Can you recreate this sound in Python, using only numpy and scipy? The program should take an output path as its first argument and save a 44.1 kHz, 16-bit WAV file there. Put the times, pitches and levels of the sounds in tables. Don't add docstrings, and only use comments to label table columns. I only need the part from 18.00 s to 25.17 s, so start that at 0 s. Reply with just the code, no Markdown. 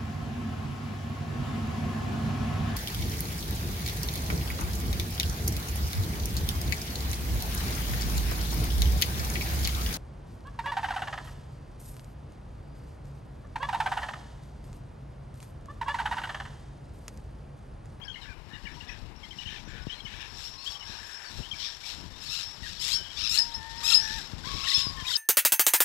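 import sys
import numpy as np
from scipy import signal
from scipy.fft import rfft, irfft, next_fast_len
from scipy.io import wavfile
from scipy.ndimage import uniform_filter1d

SR = 44100
rng = np.random.default_rng(int(sys.argv[2]) if len(sys.argv) > 2 else 0)


def nominal_scale(level):
    x = np.asarray(level, float) / 20
    return 10 ** x


def unload_audio(sound):
    columns = np.transpose(np.atleast_2d(sound))
    steps = np.round(np.clip(columns, -1, 1) * 32767)
    wavfile.write(sys.argv[1], SR, steps.astype(np.int16))


N = 316197
TIME = np.arange(N) / SR


def unit_power(x):
    return x / np.sqrt(np.mean(x ** 2) + 1e-20)


def in_time(rows):
    s, *columns = np.transpose(rows)
    return [np.interp(TIME, s, column) for column in columns]


def colour(x, points):
    hz, db = np.transpose(points)
    size = next_fast_len(N, real=True)
    log_hz = np.log(np.arange(size // 2 + 1) * SR / size + 1e-3)
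    weight = nominal_scale(np.interp(log_hz, np.log(hz), db, -90, -90))
    return unit_power(irfft(rfft(x, size) * weight, size)[:N])


def drift(rate_hz):
    r = np.exp(-2 * np.pi * rate_hz / SR)
    return unit_power(signal.lfilter([1], [1, -2 * r, r * r], rng.standard_normal(N + SR))[SR:])


def sweep(hz):
    return 2 * np.pi * np.cumsum(hz) / SR


def rough_voice(pitch_hz, chaos, breath, depth=.45):
    climb = np.cumsum(42 * np.exp(.5 * drift(8)) / SR) % 1
    shake = sweep(115 * np.exp(.15 * drift(10)))
    lurch = .24 * climb - .12 + .065 * drift(90) + .045 * np.cos(shake)
    phase = sweep(pitch_hz * np.exp(chaos * lurch))
    stack = sum(np.sin(k * phase + k * k) * (k * pitch_hz < 13500) for k in range(1, 15))
    uneven = 1 + .5 * chaos * (drift(20) > .3) * np.sin(phase / 2)
    rattle = 1 + depth * chaos * np.sin(shake)
    return nominal_scale(1.82 * drift(52)) * rattle * (unit_power(stack * uneven) + breath * rng.standard_normal(N))


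# frequency in Hz, level in dB.
NEAR_THROAT = [(900, -19.5), (1340, -13.5), (2100, -11), (2600, -2.5), (3800, 4), (4700, -0.5), (5250, 1),
               (6500, -12.5)]
# frequency in Hz, level in dB.
BEAK = [(5800, -49), (6500, -1.5), (7500, 1), (8600, -10.5), (10000, -13.5), (11800, -8.5), (14000, -17),
        (15500, -22)]
# frequency in Hz, level in dB.
CAW = [(1100, -13), (1400, -5), (1700, 4), (2000, -5.5), (2400, -25)]


def through_body(source, throat, gain, bright, hoarse):
    return gain * (colour(source, throat) + bright * colour(source, BEAK) + hoarse * colour(source, CAW))


def stir():
    rise_db_per_s, fall_db_per_s, far_db = 153, 150, -14
    peak = 0.41
    calls = NEAR_SQUAWKS + [(s, length, hz, db + far_db, bright) for s, length, hz, db, bright in FAR_SQUAWKS]
    s = TIME[::64]
    slopes = []
    for start, length, _, db, _ in calls:
        to_come = rise_db_per_s * (start + peak * length - s)
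        gone_by = fall_db_per_s * (s - start - length)
        slopes.append(db - np.maximum(0, np.maximum(to_come, gone_by)))
    return np.interp(TIME, s, np.max(slopes, axis=0))


def crowd(stir_db):
    first_db, last_db, follows = -54.5, -48.5, 0.25
    level_db = np.linspace(first_db, last_db, N) + follows * (stir_db + 43.5)
    voice = rough_voice(1100, chaos=1.5, breath=0.92, depth=0.094)
    return through_body(voice, NEAR_THROAT, nominal_scale(level_db), bright=nominal_scale(-11.5), hoarse=nominal_scale(-12))


# start in seconds, end in seconds, level in dB.
STEADY_SHRILL = (2.386, 3.3, -42)


def shrill_chorus(stir_db):
    start, end, steady_db = STEADY_SHRILL
    spell_db = steady_db - 40 * np.maximum(0, np.maximum(start - TIME, TIME - end))
    level_db = np.clip(-39 + 0.57 * (stir_db + 31.0), spell_db, -36)
    out = 0
    for hz in (5270, 5380, 5400, 5600):
        phase = sweep(hz * (1 + 0.0085 * drift(10) + .022 * drift(148.8)))
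        out = out + nominal_scale(4.2 * drift(38) + 1.1 * drift(90)) * np.sin(phase)
    return nominal_scale(level_db - 8.5) * unit_power(out)


# time in seconds, level in dB.
WIND = [(0.0, -49), (1.04, -47), (1.28, -52), (1.72, -46.5), (2.85, -56.5), (2.87, -49.5), (3.24, -63.5),
        (3.41, -37.5), (3.45, -50.5), (3.91, -60.5), (3.95, -46), (4.57, -56), (4.61, -48.5), (5.63, -53),
        (6.57, -42.5), (6.71, -55.5), (6.89, -43.5), (7.17, -54.5)]
# start in seconds, peak in dB, frequency in Hz.
BUFFETS = [(0.439, -58, 163), (0.534, -36, 183), (0.601, -63, 129), (0.825, -36, 150), (0.927, -45, 118),
           (1.024, -36, 194), (1.461, -31, 95), (1.527, -37, 151.8), (1.676, -34.5, 184.7),
           (1.712, -42, 178), (1.869, -23.5, 212), (2.049, -34.5, 151.4), (2.897, -36.5, 166.7),
           (3.406, -29.5, 109.3), (4.04, -33, 130.9), (4.062, -33.5, 82), (4.622, -33.5, 77.3),
           (3.37, -36, 94), (4.292, -39.5, 128), (4.474, -40.5, 91), (5.312, -34, 91.2), (6.334, -27, 134),
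           (6.47, -30.5, 191), (6.54, -41, 143.4), (6.777, -30.5, 118), (6.868, -26, 161),
           (7.023, -30.5, 129.8)]
# frequency in Hz, density in dB per Hz.
GUST = [(15, -11.5), (35, 4), (70, 0.5), (150, -6.5), (300, -13), (600, -24), (1500, -33)]


def wind():
    lumps = nominal_scale(2.5 * drift(18) + .4 * drift(6)) * rng.standard_normal(N)
    out = nominal_scale(in_time(WIND)[0]) * colour(lumps, GUST)
    for s, db, hz in BUFFETS:
        first = round(s * SR)
        cycles = np.maximum(TIME - s, 0)[first:first + SR // 10] * hz
        onset = -np.expm1(-(cycles / .13) ** 2)
        ring = np.sin(2 * np.pi * cycles ** .65) * np.exp(-cycles / 1.1)
        out[first:first + len(cycles)] += nominal_scale(db) * ring * onset
    return out


# frequency in Hz, density in dB per Hz.
FAR_AIR = [(100, -30), (300, -10), (600, -7.5), (950, -0.5), (1300, -8), (3000, -9), (5000, -104),
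           (8500, -31), (12000, -34.5), (15500, -41)]


def far_air():
    swells = nominal_scale(1.5 * drift(5))
    return nominal_scale(-56.0) * colour(swells * rng.standard_normal(N), FAR_AIR)


def notes(rows, overtone_db=-24.5):
    out, flutter_db = np.zeros(N), 2.5 * np.tanh(drift(105))
    quaver = drift(120)
    for s, length, start_hz, middle_hz, end_hz, db in rows:
        at = np.arange(round(s * SR), min(N, round((s + length) * SR)))
        x = np.linspace(-1, 1, len(at))
        bend_hz = (start_hz + end_hz) / 2 - middle_hz
        hz = middle_hz + (end_hz - start_hz) / 2 * x + bend_hz * x ** 2
        rasp = .004 if db > -26 else .009 if db > -38 else .022
        phase = sweep(hz * (1 + rasp * quaver[at]))
        edge = np.clip((1 - abs(x)) * length / 0.0073, 0, 1)
        edge = edge * nominal_scale(flutter_db[at] * (.5 if db > -26 else 1))
        second = nominal_scale(overtone_db - 3.3 * (start_hz > 4900) + 4.3 * (end_hz > 1.15 * start_hz))
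        out[at] += nominal_scale(db + 8.0 - 1.9 * x) * edge * (np.sin(phase) + second * np.sin(2 * phase))
    return out


def arched(rows, start, end):
    return notes([(s, length, hz * start, hz, hz * end, db) for s, length, hz, db in rows])


def bowed(rows):
    return notes([(s, length, first, first + 0.68 * (last - first), last, db)
                  for s, length, first, last, db in rows])


# start in seconds, length in seconds, start pitch in Hz, end pitch in Hz, rms level in dB.
BENDS = [(4.793, 0.038, 4780, 5375, -38.5), (0.014, 0.03, 3180, 3320, -44.5),
         (0.079, 0.047, 3060, 3265, -41), (2.661, 0.039, 3050, 3395, -36.5),
         (2.748, 0.019, 3150, 3330, -41.5), (3.428, 0.049, 2770, 3270, -48),
         (0.034, 0.013, 4300, 4840, -54), (0.065, 0.014, 4700, 4270, -56), (0.123, 0.04, 4570, 3900, -60),
         (.211, 0.034, 4170, 3610, -50.5), (2.578, 0.17, 4220, 4660, -50), (4.826, 0.011, 2930, 3980, -35),
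         (4.91, 0.042, 3830, 4540, -31.5), (5.337, 0.015, 3430, 4580, -30),
         (5.374, 0.007, 3540, 4870, -17), (5.823, 0.046, 1080, 1330, -48),
         (6.634, 0.02185, 1230, 1430, -45), (5.899, 0.011, 2678, 4776, -24.5),
         (5.931, 0.015, 2780, 4750, -20.5), (6.635, 0.033, 2460, 3070, -38.5),
         (6.679, 0.03, 3327, 4570, -32), (6.727, 0.022, 3550, 4505, -29),
         (7.077, 0.016, 3200, 3390, -33.5), (7.094, 0.032, 3510, 3746, -32.5),
         (7.138, 0.011, 3090, 4450, -30.5)]


def bends():
    return bowed(BENDS)


# start in seconds, length in seconds, start pitch in Hz, end pitch in Hz, rms level in dB.
STROKES = [(.216, .04, 3100, 2750, -54), (.253, .014, 2700, 1700, -54), (.278, .055, 1780, 1480, -52),
           (.03, .018, 2450, 2200, -56), (.154, .016, 1700, 1900, -55), (.222, .022, 5000, 5150, -59),
           (1.323, .028, 2300, 1900, -54), (1.244, .022, 3900, 4250, -57), (1.408, .026, 2850, 3250, -50),
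           (1.505, .03, 2900, 3050, -50), (1.525, .025, 1900, 1750, -52), (1.563, .036, 2450, 2350, -54),
           (1.563, .036, 3350, 3200, -55), (1.68, .055, 7200, 7150, -63), (1.586, .035, 6100, 6350, -63),
           (1.65, .04, 5950, 5900, -62), (1.698, .012, 1750, 1600, -50), (1.716, .012, 1800, 1650, -51),
           (1.733, .012, 1800, 1600, -50), (1.698, .012, 2350, 2250, -53), (1.733, .012, 2350, 2250, -53),
           (2.822, .024, 2150, 2050, -53), (2.585, .06, 2550, 2750, -58), (.655, .03, 1950, 1650, -49),
           (.872, .03, 3750, 3300, -53), (.922, .018, 2650, 2550, -51), (.738, .02, 3150, 3000, -56),
           (1.982, .026, 2200, 2300, -55), (2.07, .016, 3100, 3300, -48), (1.77, .085, 1500, 1480, -58),
           (3.585, .012, 4600, 4500, -50), (3.665, .035, 1950, 1600, -52), (4.88, .014, 1800, 2050, -43),
           (5.515, .03, 3000, 4300, -47), (4.762, .02, 4100, 4450, -47), (4.775, .02, 3700, 3100, -49)]


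def far_strokes():
    return bowed(STROKES)


# start
# in seconds, length in seconds, pitch in Hz, rms level in dB.
WHISTLES = [(4.927, 0.044, 5063, -32), (4.934, 0.045, 5420, -31), (5.292, 0.024, 5150, -28),
            (5.311, 0.027, 5460, -32.5), (5.384, 0.012, 5290, -16.5), (5.852, 0.018, 5230, -29),
            (5.874, 0.02, 5340, -25.5), (5.891, 0.012, 5140, -24), (5.92, 0.015, 5300, -22),
            (5.9, 0.0069, 5270, -23), (5.943, 0.022, 5114, -14.5), (5.961, 0.012, 5180, -17),
            (5.969, 0.015, 5190, -16.5), (6.006, 0.064, 5680, -37.5), (6.07, 0.066, 5670, -46),
            (6.7, 0.0069, 5230, -20.5), (6.721, 0.011, 5046, -35), (6.741, 0.0477, 5323, -23.5),
            (6.79, 0.041, 5160, -31), (6.832, 0.026, 5120, -31.5), (7.152, 0.017, 5050, -24.5),
            (7.163, 0.008, 5680, -24.5), (.046, 0.019, 5350, -50.5), (.88, 0.059, 5600, -53),
            (1.82, 0.02, 5300, -54), (2.026, 0.05, 5400, -58),
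            (1.16, .026, 5550, -57), (1.238, .016, 5350, -55), (2.205, .02, 5300, -50),
                (2.448, .04, 5450, -44), (2.63, .024, 5400, -49), (2.7, .035, 5400, -45),
                (2.85, .03, 5400, -48), (2.97, .03, 5400, -49), (3.125, .07, 5350, -47),
                (4.29, .07, 5350, -42), (4.36, .045, 5150, -43), (4.425, .03, 5400, -42),
                (5.54, .032, 5330, -36), (5.988, .008, 5200, -28), (4.865, .008, 5050, -33),
                (4.845, .012, 5200, -35)]


def whistles():
    return arched(WHISTLES, start=0.99, end=1.002)


# start in seconds, length in seconds, middle pitch in Hz, rms level in dB.
CLUCKS = [(.051, 0.056, 1620, -51.5), (.156, 0.022, 2160, -45.5), (.285, 0.049, 2420, -51.5),
          (.528, 0.048, 1865, -51), (.667, 0.016, 2260, -42.5), (.885, 0.024, 1920, -49),
          (.89, 0.018, 2470, -45.5), (1.232, 0.024, 2150, -48), (1.947, 0.019, 1864, -54),
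          (2.064, 0.016, 2190, -45), (3.532, 0.015, 2380, -43.5), (3.834, 0.03, 2325, -48.5),
          (4.63, 0.048, 1880, -46), (4.66, 0.021, 1634, -42), (6.669, 0.0159, 1870, -34.5),
          (6.748, 0.043, 3440, -35), (6.801, 0.021, 3580, -36.5), (6.958, 0.046, 3116, -54),
          (6.97, 0.057, 1775, -48), (7.063, 0.043, 3730, -37.5), (7.104, 0.012, 4535, -30)]


def clucks():
    return arched(CLUCKS, start=1.015, end=0.96)


# start in seconds, length in seconds, lowest pitch in Hz, rms level in dB.
CHATTER = [(.142, 0.011, 2920, -41), (.153, 0.04, 3100, -51), (.53, 0.038, 2840, -49.5),
           (.652, 0.016, 2850, -44), (.805, 0.012, 2900, -43), (1.23, 0.027, 3170, -48.5),
           (1.307, 0.018, 3080, -41), (1.384, 0.021, 2890, -38.5), (1.453, 0.025, 2897, -43),
           (1.471, 0.023, 3083, -41.5), (1.895, 0.024, 2995, -41), (1.922, 0.016, 3200, -39),
           (2.001, 0.011, 3270, -40.5), (2.05, 0.022, 3000, -41.5), (.53, 0.041, 3660, -53.5),
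           (2.805, 0.034, 2860, -46.5), (3.24, .031, 4520, -51), (3.269, 0.041, 4370, -51),
           (3.511, 0.02, 3130, -35), (4.137, 0.035, 3590, -53), (6.992, 0.043, 3182, -48)]


def chatter():
    return arched(CHATTER, start=1.06, end=1.027)


def squawks(rows, throat, glide_hz_per_s, caw_db):
    scoop, scoop_s = .15, .02
    pitch_hz, chaos, gate = np.full(N, 1e3), np.ones(N), np.zeros(N)
    db, bright_db = np.full(N, -45.), np.full(N, -20.)
    top_db = max(row[3] for row in rows)
    for start, length, first_hz, level_db, brightness_db in rows:
        end = start + length
        at = slice(round(start * SR), round((end + .03) * SR))
        age = abs(TIME[at] - start)
        glide_hz = glide_hz_per_s * length * np.sqrt(age / length)
        pitch_hz[at] = first_hz + glide_hz - first_hz * scoop * np.exp(-age / scoop_s)
        chaos[at] = np.clip((age / .045) ** 4, .08 if level_db == top_db else .6, 1)
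        db[at], bright_db[at] = level_db, brightness_db
        swell = nominal_scale(level_db - 2.5 - 3.0 * (1 - age / (end - start)))
        rise = np.clip(age / 0.033, 0, 1)
        fall = np.clip((end + 0.043 - TIME[at]) / 0.079, 0, 1)
        gate[at] = np.maximum(gate[at], swell * rise * fall)
    breath = np.clip(-.04 * (db + 17), .35, .75) * (.4 + .6 * chaos)
    voice = rough_voice(pitch_hz, chaos, breath)
    return through_body(voice, throat, gate, nominal_scale(bright_db), nominal_scale(caw_db - 0.93 * db))


# start in seconds, length in seconds, first pitch in Hz, level in dB, brightness in dB.
FAR_SQUAWKS = [(0.215, 0.058, 852, -49, -30), (0.493, 0.086, 962, -53.5, -27),
               (0.631, 0.087, 955, -48, -17), (0.792, 0.029, 972, -41, -20), (0.852, 0.1, 980, -44.5, -31),
               (1.377, 0.036, 1017, -31.5, -30), (1.441, 0.14, 1002, -37, -25),
               (1.649, 0.17, 787, -46.5, -27), (1.866, 0.075, 1012, -38, -37), (2.053, 0.21, 966, -38, -21),
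               (2.831, 0.49, 901, -49.5, -5.5)]
# frequency in Hz, level in dB.
FAR_THROAT = [(800, 0), (1300, -57), (1800, -44), (2300, 8.5), (3000, 6.5), (3800, 6.5), (4500, -10),
              (6500, -8.5)]


def far_squawks():
    return squawks(FAR_SQUAWKS, FAR_THROAT, glide_hz_per_s=-300, caw_db=-41.0)


# start in seconds, length in seconds, start pitch in Hz, end pitch in Hz, rms level in dB.
LINGERS = [(4.948, .035, 3300, 3060, -46), (4.98, .05, 3050, 3060, -47), (5.03, .13, 3050, 3030, -54),
           (5.04, .058, 3280, 3270, -51), (5.1, .022, 3250, 3200, -48), (5.103, .022, 2350, 2300, -55),
           (4.96, .07, 1500, 1600, -54), (5.05, .06, 1600, 1650, -56), (4.2, .055, 5050, 5450, -49),
           (4.255, .07, 4500, 4250, -47), (4.345, .065, 4350, 4050, -44), (4.285, .04, 3600, 3750, -46),
           (1.92, .095, 4250, 4100, -54), (.715, .06, 5450, 5650, -59), (.765, .04, 960, 940, -56),
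           (6.855, .05, 5150, 4950, -38), (4.45, .1, 5400, 5400, -48), (6.01, .04, 1650, 1520, -48),
           (6.435, .03, 1400, 1750, -48)]


def lingers():
    return bowed(LINGERS)


# start in seconds, length in seconds, first pitch in Hz, level in dB, brightness in dB.
NEAR_SQUAWKS = [(2.349, 0.14, 1278, -37, -8.5), (2.62, 0.12, 1257, -39, -7), (2.84, 0.16, 1226, -37.5, -24),
                (3.048, 0.073, 1245, -45.5, -4), (3.278, 0.15, 1237, -42, -10),
                (3.576, 0.11, 1114, -27.5, -21.5), (3.828, 0.11, 1200, -32, -12),
                (4.194, 0.15, 1283, -37.5, -7.5), (4.277, 0.14, 1298, -27, -10.5),
                (4.606, 0.13, 886, -35.5, -12.5), (4.79, 0.16, 1043, -24.5, -6.5),
                (5.155, 0.15, 1277, -23.5, -20), (5.293, 0.088, 1329, -20.5, -4.5),
                (5.68, 0.15, 1140, -42.5, -30), (5.824, 0.13, 1294, -19.5, -4.5),
                (5.99, 0.21, 1123, -31.5, -12.5), (6.433, 0.24, 1120, -30.5, -16),
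                (6.643, 0.13, 875, -23, -12), (6.737, 0.08, 906, -22.5, -14),
                (6.942, 0.076, 1074, -60, -38), (7.048, 0.11, 999, -28, -6)]


def near_squawks():
    return squawks(NEAR_SQUAWKS, NEAR_THROAT, glide_hz_per_s=550, caw_db=-83.0)


# time in seconds, pitch in Hz, fundamental in dB, second partial in dB.
CRIES = [
    [(2.52, 1047, -61, -82), (2.786, 1156, -60.5, -84), (2.86, 1076, -62, -65)],
    [(6.44, 930, -52, -56), (6.48, 1122, -44.5, -56), (6.66, 1108, -48, -52), (6.93, 1074, -50.5, -67),
     (7.115, 1013, -49, -52)],
    [(5.36, 828, -58, -53), (5.398, 906, -49.5, -40.5), (5.425, 930, -52.5, -68), (5.49, 938, -50.5, -78),
     (5.6, 893, -49.5, -50.5), (5.85, 928, -49, -53.5), (6.1, 863, -52.5, -42), (6.17, 911, -46.5, -45.5),
     (6.215, 757, -62, -46)],
]
CRY_HOARSENESS = (.6, 1., .3)


def cries():
    out = 0
    for rows, hoarse in zip(CRIES, CRY_HOARSENESS):
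        hz, first_db, second_db = in_time(rows)
        edge = np.clip(np.minimum(TIME - rows[0][0], rows[-1][0] - TIME) / 0.0086, 0, 1)
        phase = sweep(hz * (1 + hoarse * (.005 * drift(40) + .035 * drift(200))))
        rasp = 1 + np.clip((second_db - first_db) / 12, 0, .5) * drift(160)
        tone = nominal_scale(first_db) * np.sin(phase) + nominal_scale(second_db) * rasp * np.sin(2 * phase)
        out = out + edge * nominal_scale(2.95 * hoarse * drift(180)) * tone
    return np.sqrt(2) * out


# start in seconds, number of strokes, gap in seconds, start pitch in Hz,
# end pitch in Hz, first level in dB, dB gained a stroke.
RATTLE = (5.19, 12, .0082, 5600, 4750, -37, .8)


def rattle_run():
    start, count, gap, high, low, first_db, gain_db = RATTLE
    rows = []
    for k, (late, sharp, strong) in enumerate(rng.standard_normal((count, 3))):
        s = start + gap * (k + .08 * late)
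        top, bottom = high * (1 + .03 * sharp), low * (1 + .03 * sharp)
        rows.append((s, .9 * gap, top, (top + bottom) / 2, bottom, first_db + gain_db * k + 2 * strong))
    return notes(rows, overtone_db=-20)


# start in seconds, length in seconds, start pitch in Hz, end pitch in Hz, rms level in dB.
SLIPS = [(5.862, .007, 2700, 4200, -32), (5.864, .011, 3900, 3150, -28), (5.886, .008, 2700, 4800, -28),
         (5.903, .011, 3900, 3100, -27), (5.34, .03, 4550, 4050, -34), (5.39, .038, 5350, 5020, -26),
         (5.884, .016, 2600, 2700, -31), (5.92, .014, 2600, 2750, -29), (5.912, .022, 1450, 1280, -38),
         (6.707, .014, 3950, 3600, -31), (6.715, .012, 1850, 2100, -36), (6.785, .013, 3200, 4000, -34),
         (6.81, .026, 3400, 4100, -37), (6.655, .012, 3200, 4200, -36), (6.73, .012, 2800, 3200, -36),
         (7.047, .02, 2250, 2600, -43), (7.08, .016, 4500, 5300, -39), (7.129, .018, 3750, 2950, -30),
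         (7.132, .01, 4000, 4300, -34), (7.088, .014, 1800, 2000, -40), (7.111, .01, 1550, 1450, -40),
         (7.155, .015, 4400, 4500, -34)]


def slips():
    return bowed(SLIPS)


# delay in seconds, level in dB.
ECHOES = [
    (.004, -12),
    (.047, -34),
]


def outdoors(x, tail_db, t60_s):
    age = np.arange(SR // 2) / SR
    response = nominal_scale(tail_db - 60 * age / t60_s) * rng.standard_normal(len(age)) * (age > .01)
    response[0] = 1
    for delay, db in ECHOES:
        response[round(delay * SR)] += nominal_scale(db)
    return signal.fftconvolve(x, response)[:N]


def scene():
    stir_db = stir()
    flock = crowd(stir_db) + shrill_chorus(stir_db) + cries()
    clear = bends() + far_strokes() + whistles() + clucks() + chatter() + lingers() + slips()
    calls = far_squawks() + near_squawks()
    near = outdoors(clear + calls, tail_db=-35.5, t60_s=0.23) + rattle_run()
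    left = nominal_scale(6) * (flock + wind() + far_air()) + near
    return np.array([left, 0 * left])


# frequency in Hz, density in dB per Hz.
HISS = [(15, 0), (60, 0), (170, -4), (350, -10), (700, -15), (2500, -21), (5000, -24), (8000, -34),
        (15500, -45)]
# frequency in Hz, density in dB per Hz.
AMP_NOISE = [(15, 0), (200, -6), (1000, -12), (7000, -17), (10000, -23), (15500, -26)]


def empty_input(left):
    level_db = 10 * np.log10(uniform_filter1d(left ** 2, SR // 20) + 1e-12)
    release_db = 150 * TIME
    held_db = np.maximum.accumulate(level_db + release_db) - release_db
    duck = nominal_scale(-1.6 * np.maximum(held_db + 40, 0))
    hiss = nominal_scale(-67) * colour(rng.standard_normal(N), HISS)
    leak = signal.lfilter([.15], [1, -.85], nominal_scale(-28) * left)
    leak = leak + signal.lfilter([.006], [1, -.994], nominal_scale(-27) * left)
    floor = nominal_scale(-75) * colour(rng.standard_normal(N), AMP_NOISE)
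    return duck * (hiss + leak) + floor


def band_limit(x):
    return signal.sosfilt(signal.butter(12, 15440, fs=SR, output="sos"), x)


def record(dry):
    left = .9 * np.tanh(dry[0] / .95)
    return band_limit(np.array([left, empty_input(dry[0])]))


dry = scene()
out = record(dry)
unload_audio(out)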